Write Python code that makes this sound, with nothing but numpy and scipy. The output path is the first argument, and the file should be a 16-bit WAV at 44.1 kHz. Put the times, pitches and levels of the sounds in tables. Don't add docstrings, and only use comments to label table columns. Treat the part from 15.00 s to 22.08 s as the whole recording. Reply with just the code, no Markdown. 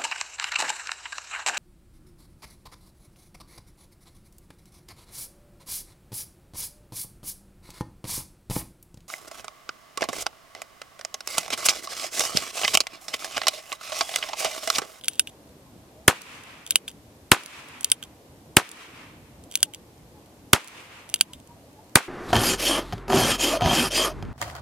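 import sys
import numpy as np
from scipy import signal
from scipy.io import wavfile
from scipy.ndimage import uniform_filter1d

SR = 44100
rng = np.random.default_rng(int(sys.argv[2]) if len(sys.argv) > 2 else 0)


def wrap_up_sound(samples):
    columns = np.atleast_2d(samples).T
    tamed = np.clip(columns, -1, 1)
    steps = np.round(tamed * 32767).astype(np.int16)
    wavfile.write(sys.argv[1], SR, steps)


N = 312213

# f/Hz, relative density/dB
BREEZE_COLOUR = [(12, -49), (20, -22), (81, 0), (205, -6.5), (295, -2), (390, -10.5), (436, -6.5),
                 (646, -10), (956, -14.5), (1100, -16.5), (1300, -21), (14100, -29), (16200, -54.5)]
# t/s, relative level/dB
GUSTS = [(0.0, -67.5), (.7, -63), (1.0, -62.5), (1.5, -61), (2.2, -61), (2.7, -65.5), (3.0, -63.5),
         (3.45, -60.5), (3.86, -65.5), (4.08, -61.5), (4.17, -52.5), (4.5, -62.5), (5.0, -59), (5.45, -62),
         (5.85, -66.5), (6.2, -63), (7.08, -62)]
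# f/Hz, left-right correlation
BREEZE_LIKENESS = [(60, 0.97), (300, 0.94), (640, 0.86), (1400, 0.061), (3000, 0.032), (16000, 0.15)]
# t/s, length/s, start f/Hz, end f/Hz, level/dB
FAR_CALLS = [(0.652, 0.071, 1066, 1064, -62), (0.935, .1, 574, 680, -50), (4.648, 0.072, 894, 784, -51),
             (5.129, 0.093, 888, 778, -55.5), (6.29, 0.049, 1010, 970, -51.5),
             (6.467, 0.096, 940, 960, -50.5), (6.765, 0.054, 826, 896, -47.5)]
# f/Hz, relative level/dB, t60/s
STEEL_MODES = [(1570, -12, .018), (2300, -38, 0.0054), (2890, -19.5, 0.034), (3255, -6, 0.0099),
               (3624, -6.5, 0.0086), (4760, -6.5, 0.0037), (6300, -6.5, 0.0034), (8020, 7.5, 0.0013),
               (9240, -3, 0.0041), (9870, -13.5, 0.038), (10500, -8, .004), (12700, -16, .003),
               (14520, -28, .003)]
# t/s, level/dB, brightness/dB
LOCK_TICKS = [(.0117, -42.5, -10), (0.0377, -35, -9), (0.0443, -31.5, 2), (0.0563, -38, 18),
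              (.1336, -41, 18), (.155, -44, 11), (1.218, -34.5, 27), (1.4364, -44, 3), (1.6648, -32.5, 3),
              (1.6752, -38, 9.5), (1.721, -32.5, -4), (1.885, -33.5, 14), (1.9056, -53, 14),
              (1.914, -46, 10), (2.4354, -38, 16), (2.4603, -32.5, 13), (2.6863, -43, 6), (2.8087, -32, 19),
              (2.8313, -38, 15), (2.9004, -32.5, 7.5), (3.037, -36, 8), (3.691, -37, 20), (3.715, -34, 12),
              (4.4383, -45.5, 19), (4.5131, -38, 5), (4.5225, -38, 6), (4.54, -38, -2), (4.5737, -34, 5.5),
              (4.6046, -39, 9), (4.7465, -32, 13), (5.6444, -41, 13), (5.6752, -37.5, 18), (5.682, -40, 16),
              (6.0912, -38.5, 6), (6.0985, -37, 14), (6.1594, -31.5, -3), (6.3455, -50, -1),
              (6.4002, -48.5, 7), (6.474, -48.5, 14)]
# draw t/s, first notch t/s, its brightness/dB,
# full cock t/s, its level/dB, settling t/s, its level/dB
COCKINGS = [(.019, .0825, 5, .195, -7.5, .2728, -29), (1.645, 1.7072, 8, 1.7568, -5, 1.8793, -27),
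            (2.80, 2.845, 11, 2.9169, -6, 3.0268, -30), (4.496, 4.5545, 14, 4.6294, -5.5, 4.7365, -35),
            (6.087, 6.141, 12, 6.2098, -5, 6.334, -34)]
# delay/s, relative level/dB, f/Hz
SLAPS = [(.0180, -14.5, 710.4), (.0225, -15, 1197), (.0328, -14, 1744), (0.0308, -22.5, 4985),
         (.0350, -20.5, 1093), (.051, -24.5, 807.3)]
# f/Hz, relative density/dB
SCATTER_COLOUR = [(60, -9.5), (300, -0.5), (500, -5.5), (700, -13.5), (1100, 4.5), (1800, -6.5),
                  (3000, -9.5), (5000, -13.5), (9000, -7), (13000, -13.5), (16000, -27.5)]
# f/Hz, t60/s
SCATTER_T60 = [(60, 0.069), (300, 0.15), (1000, 0.13), (2000, 0.19), (4000, 0.16), (8000, 0.1),
               (16000, 0.083)]
# delay/s, relative level/dB, spread/s
SLOPES = [(.08, -39.5, 0.035), (.16, -46, .04), (0.258, -41.5, 0.066), (0.428, -43.5, 0.074),
          (.55, -50.5, .06), (.7, -57.5, 0.088)]
# f/Hz, relative density/dB
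SLOPE_COLOUR = [(300, -28), (700, -12), (1040, -1), (1600, -4.5), (2500, -1), (3400, -9.5), (4400, -15),
                (9500, -23.5), (15500, -40)]
# t/s, drive into overload/dB, echo gain/dB
SHOTS = [(1.0770, 18, 3.5), (2.3139, 18.5, 4), (3.5651, 17.5, 2), (5.5295, 18, 2), (6.953, 19, 3.5)]

HAMMER_PAN_DB, TICK_PAN_DB = -.8, -3


def amp(db):
    return 10 ** (np.asarray(db) / 20)


def read(points, hz):
    f, value = np.transpose(points)
    return np.interp(np.log(hz + 1), np.log(f + 1), value)


def colour(points, hz):
    db = read(points, hz)
    return db - 10 * np.log10(np.mean(amp(db) ** 2))


def add(mix, s, sound):
    part = mix[:, round(s * SR):][:, :sound.shape[1]]
    part += sound[:, :part.shape[1]]


def noise(field_db, likeness, size):
    a, b, c, d = rng.standard_normal((4,) + field_db.shape)
    likeness = np.clip(likeness, -1, 1)
    left = a + 1j * b
    right = likeness * left + np.sqrt(1 - likeness ** 2) * (c + 1j * d)
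    spectra = np.array([left, right]) * amp(field_db)
    return signal.istft(spectra, nperseg=size, noverlap=size * 3 // 4)[1] / np.sqrt(size * 4 / 3)


def band(x, lo_hz, hi_hz):
    return signal.sosfilt(signal.butter(2, [lo_hz, hi_hz], "band", fs=SR, output="sos"), x)


def breeze(level_db=-45.5):
    hz, s = np.fft.rfftfreq(1024, 1 / SR), np.arange(N // 256 + 5) * 256 / SR
    patches = uniform_filter1d(rng.standard_normal((len(hz), len(s))), 6, axis=0)
    patches = uniform_filter1d(patches, 14, axis=1)
    patches_db = 17 * patches / (1 + (hz[:, None] / 1100) ** 4)
    gusts_db = np.interp(s, *np.transpose(GUSTS))
    gusts_db = (gusts_db - gusts_db.mean()) / (1 + (hz[:, None] / 150) ** 2)
    field_db = level_db + colour(BREEZE_COLOUR, hz)[:, None] + patches_db + gusts_db
    return noise(field_db, read(BREEZE_LIKENESS, hz)[:, None], size=1024)[:, :N]


def far_call(length, start_hz, end_hz, db):
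    hz = np.linspace(start_hz, end_hz, round(length * SR))
    flicker = 1 + 6 * uniform_filter1d(rng.standard_normal(len(hz)), 300)
    note = np.sin(2 * np.pi * np.cumsum(hz) / SR)
    return amp(db) * flicker * note * np.hanning(len(hz)) * np.ones((2, 1))


def steel(drive, bright_db):
    t = np.arange(1400) / SR
    modes = [amp(db - 60 * t / t60) * np.sin(2 * np.pi * hz * rng.uniform(.98, 1.02) * t)
             for hz, db, t60 in STEEL_MODES]
    body, treble = sum(modes[:5]), sum(modes[5:])
    treble_share = 1 / (1 + amp(-2 * bright_db))
    ring = np.sqrt(1 - treble_share) * body / np.linalg.norm(body)
    ring += np.sqrt(treble_share) * treble / np.linalg.norm(treble)
    thin = band(band(drive, 1950, 19000), 1950, 19000)
    return signal.oaconvolve(thin, ring[None], axes=1)


def rub(length, db):
    count, slips_per_s = round(length * SR), 4000
    slips = rng.standard_normal(count) * amp(3.5 * rng.exponential(1, count))
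    slips *= rng.random(count) < slips_per_s / SR
    slips *= signal.windows.tukey(count, .3)
    ring = steel(np.array([np.roll(slips, 2), slips]), bright_db=2)
    return amp(db) * ring / np.sqrt(np.mean(ring[:, :count] ** 2))


def click(db, bright_db, pan_db=TICK_PAN_DB, contact_ms=.9):
    t = np.arange(1400) / SR
    contact = t / (contact_ms / 1000)
    envelope = np.sqrt(contact) * np.exp(-contact) + .05 * np.exp(-t / .004) + .009 * np.exp(-t / .018)
    chatter = rng.standard_normal((3, len(t))) * envelope
    chatter[0, 8] += 2
    pair = np.array([np.roll(chatter[0], 2), chatter[0]]) + .55 * chatter[1:]
    ring = steel(pair, bright_db)
    attack_rms = np.sqrt(np.mean(ring[:, :110] ** 2))
    return amp(db) * ring / attack_rms * amp([[pan_db / 2], [-pan_db / 2]])


def cocking(draw, notch, notch_bright_db, full, full_db, settle, settle_db):
    return [(draw, rub(full + .045 - draw, db=-52)),
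            (notch, click(-12.5, notch_bright_db, pan_db=HAMMER_PAN_DB, contact_ms=1)),
            (full, click(full_db, bright_db=5.5, pan_db=HAMMER_PAN_DB, contact_ms=.97)),
            (settle - .006, rub(length=.036, db=settle_db - 21)),
            (settle, click(settle_db, bright_db=-3.5, pan_db=HAMMER_PAN_DB, contact_ms=1))]


def far_roll(tilt_db_per_octave=4.5, air_db_per_octave_s=-8.5):
    hz, s = np.fft.rfftfreq(256, 1 / SR), np.arange(600) * 64 / SR
    power = sum(amp(2 * db) * np.exp(-((s - delay) / spread) ** 2) for delay, db, spread in SLOPES)
    octaves = np.log2(np.maximum(hz, 2000) / 2000)[:, None]
    field_db = colour(SLOPE_COLOUR, hz)[:, None] + 10 * np.log10(power + 1e-12)
    field_db += octaves * (tilt_db_per_octave + air_db_per_octave_s * s)
    field_db += 1.7 * uniform_filter1d(rng.standard_normal(len(s)), 6)
    likeness = read([(500, .48), (3000, .14), (7000, 0)], hz)[:, None]
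    roll = noise(field_db, likeness, size=256)
    t = np.arange(roll.shape[1]) / SR
    return roll * np.clip(t / .03, 0, 1) ** 2


def near_slaps(scatter_db=-9.5):
    hz, s = np.fft.rfftfreq(128, 1 / SR), np.arange(500) * 32 / SR
    decay_db = 60 * s / read(SCATTER_T60, hz)[:, None]
    near = noise(scatter_db + colour(SCATTER_COLOUR, hz)[:, None] - decay_db, likeness=.72, size=128)
    t = np.arange(near.shape[1]) / SR
    near *= np.clip((t - .010) / .00039, 0, 1)
    for delay, db, pitch_hz in SLAPS:
        cycles = np.arange(200) / SR * pitch_hz
        slap = np.exp(-(cycles - 1) ** 2 / .2) * np.sin(2 * np.pi * cycles)
        add(near, delay, amp(db) * slap * np.ones((2, 1)))
    return near


def blast(drive_db):
    ms = np.arange(900) / SR * 1000
    gas = .9 * rng.standard_normal(len(ms)) + .45 * rng.standard_normal((2, len(ms)))
    hiss = 2.5 * band(gas, 7000, 11000) * np.exp(-(ms / 3.9) ** 8)
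    hiss *= amp(-36 * np.clip(3.7 - ms, 0, 1) - 5 * np.clip(2.7 - ms, 0, 3))
    roar = 1.3 * band(gas, 1200, 3300) * (ms > 3.4) * np.exp(-(ms / 9.9) ** 12)
    push = -9 * np.exp(-((ms - 5.8) / .68) ** 6)
    suction = np.array([[-.3], [.1]]) * (ms > 5) + 1.2 * np.exp(-((ms - 11.3) / 1.8) ** 4)
    suction *= np.exp(-(ms / 13.2) ** 8)
    held = np.clip(amp(drive_db) * (hiss + roar + push + suction), -1, 1)
    drained = signal.lfilter(*signal.butter(1, 155, "high", fs=SR), held)
    sensitivity = (.33 + .75 / (1 + (ms / 6) ** 6)) * np.exp(-(ms / 17) ** 4)
    return drained * sensitivity


def scene():
    mix = breeze()
    for s, drive_db, echo_db in SHOTS:
        add(mix, s, blast(drive_db))
        add(mix, s, amp(echo_db) * near_slaps())
        add(mix, s, amp(echo_db) * far_roll())
    for row in COCKINGS:
        for s, sound in cocking(*row):
            add(mix, s, sound)
    for s, db, bright_db in LOCK_TICKS:
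        add(mix, s, click(db, bright_db))
    for s, *call in FAR_CALLS:
        add(mix, s, far_call(*call))
    for when, strength in rng.random((14, 2)):
        add(mix, when * N / SR, click(db=-58 + 7 * strength, bright_db=16))
    return mix


def record(dry, threshold_db=-16.5, release_db_per_s=32.5):
    power = uniform_filter1d((dry ** 2).mean(0), 800, origin=399)
    power_db = 10 * np.log10(abs(power) + 1e-12)
    fall_db = np.arange(N) * release_db_per_s / SR
    held_db = np.maximum.accumulate(power_db + fall_db) - fall_db
    over_db = uniform_filter1d(np.maximum(held_db - threshold_db, 0), 1600, origin=799)
    mic = signal.lfilter(*signal.butter(2, 45, "high", fs=SR), dry)
    bass = signal.sosfiltfilt(signal.butter(2, 150, fs=SR, output="sos"), mic)
    ducked = (mic - bass) / amp(.3 * over_db) + bass / amp(2.3 * over_db)
    band_limit = signal.firwin(511, 16400, window=("kaiser", 9), fs=SR)
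    return signal.oaconvolve(np.clip(ducked, -.95, .95), band_limit[None], "same")


dry = scene()
out = record(dry)
wrap_up_sound(out)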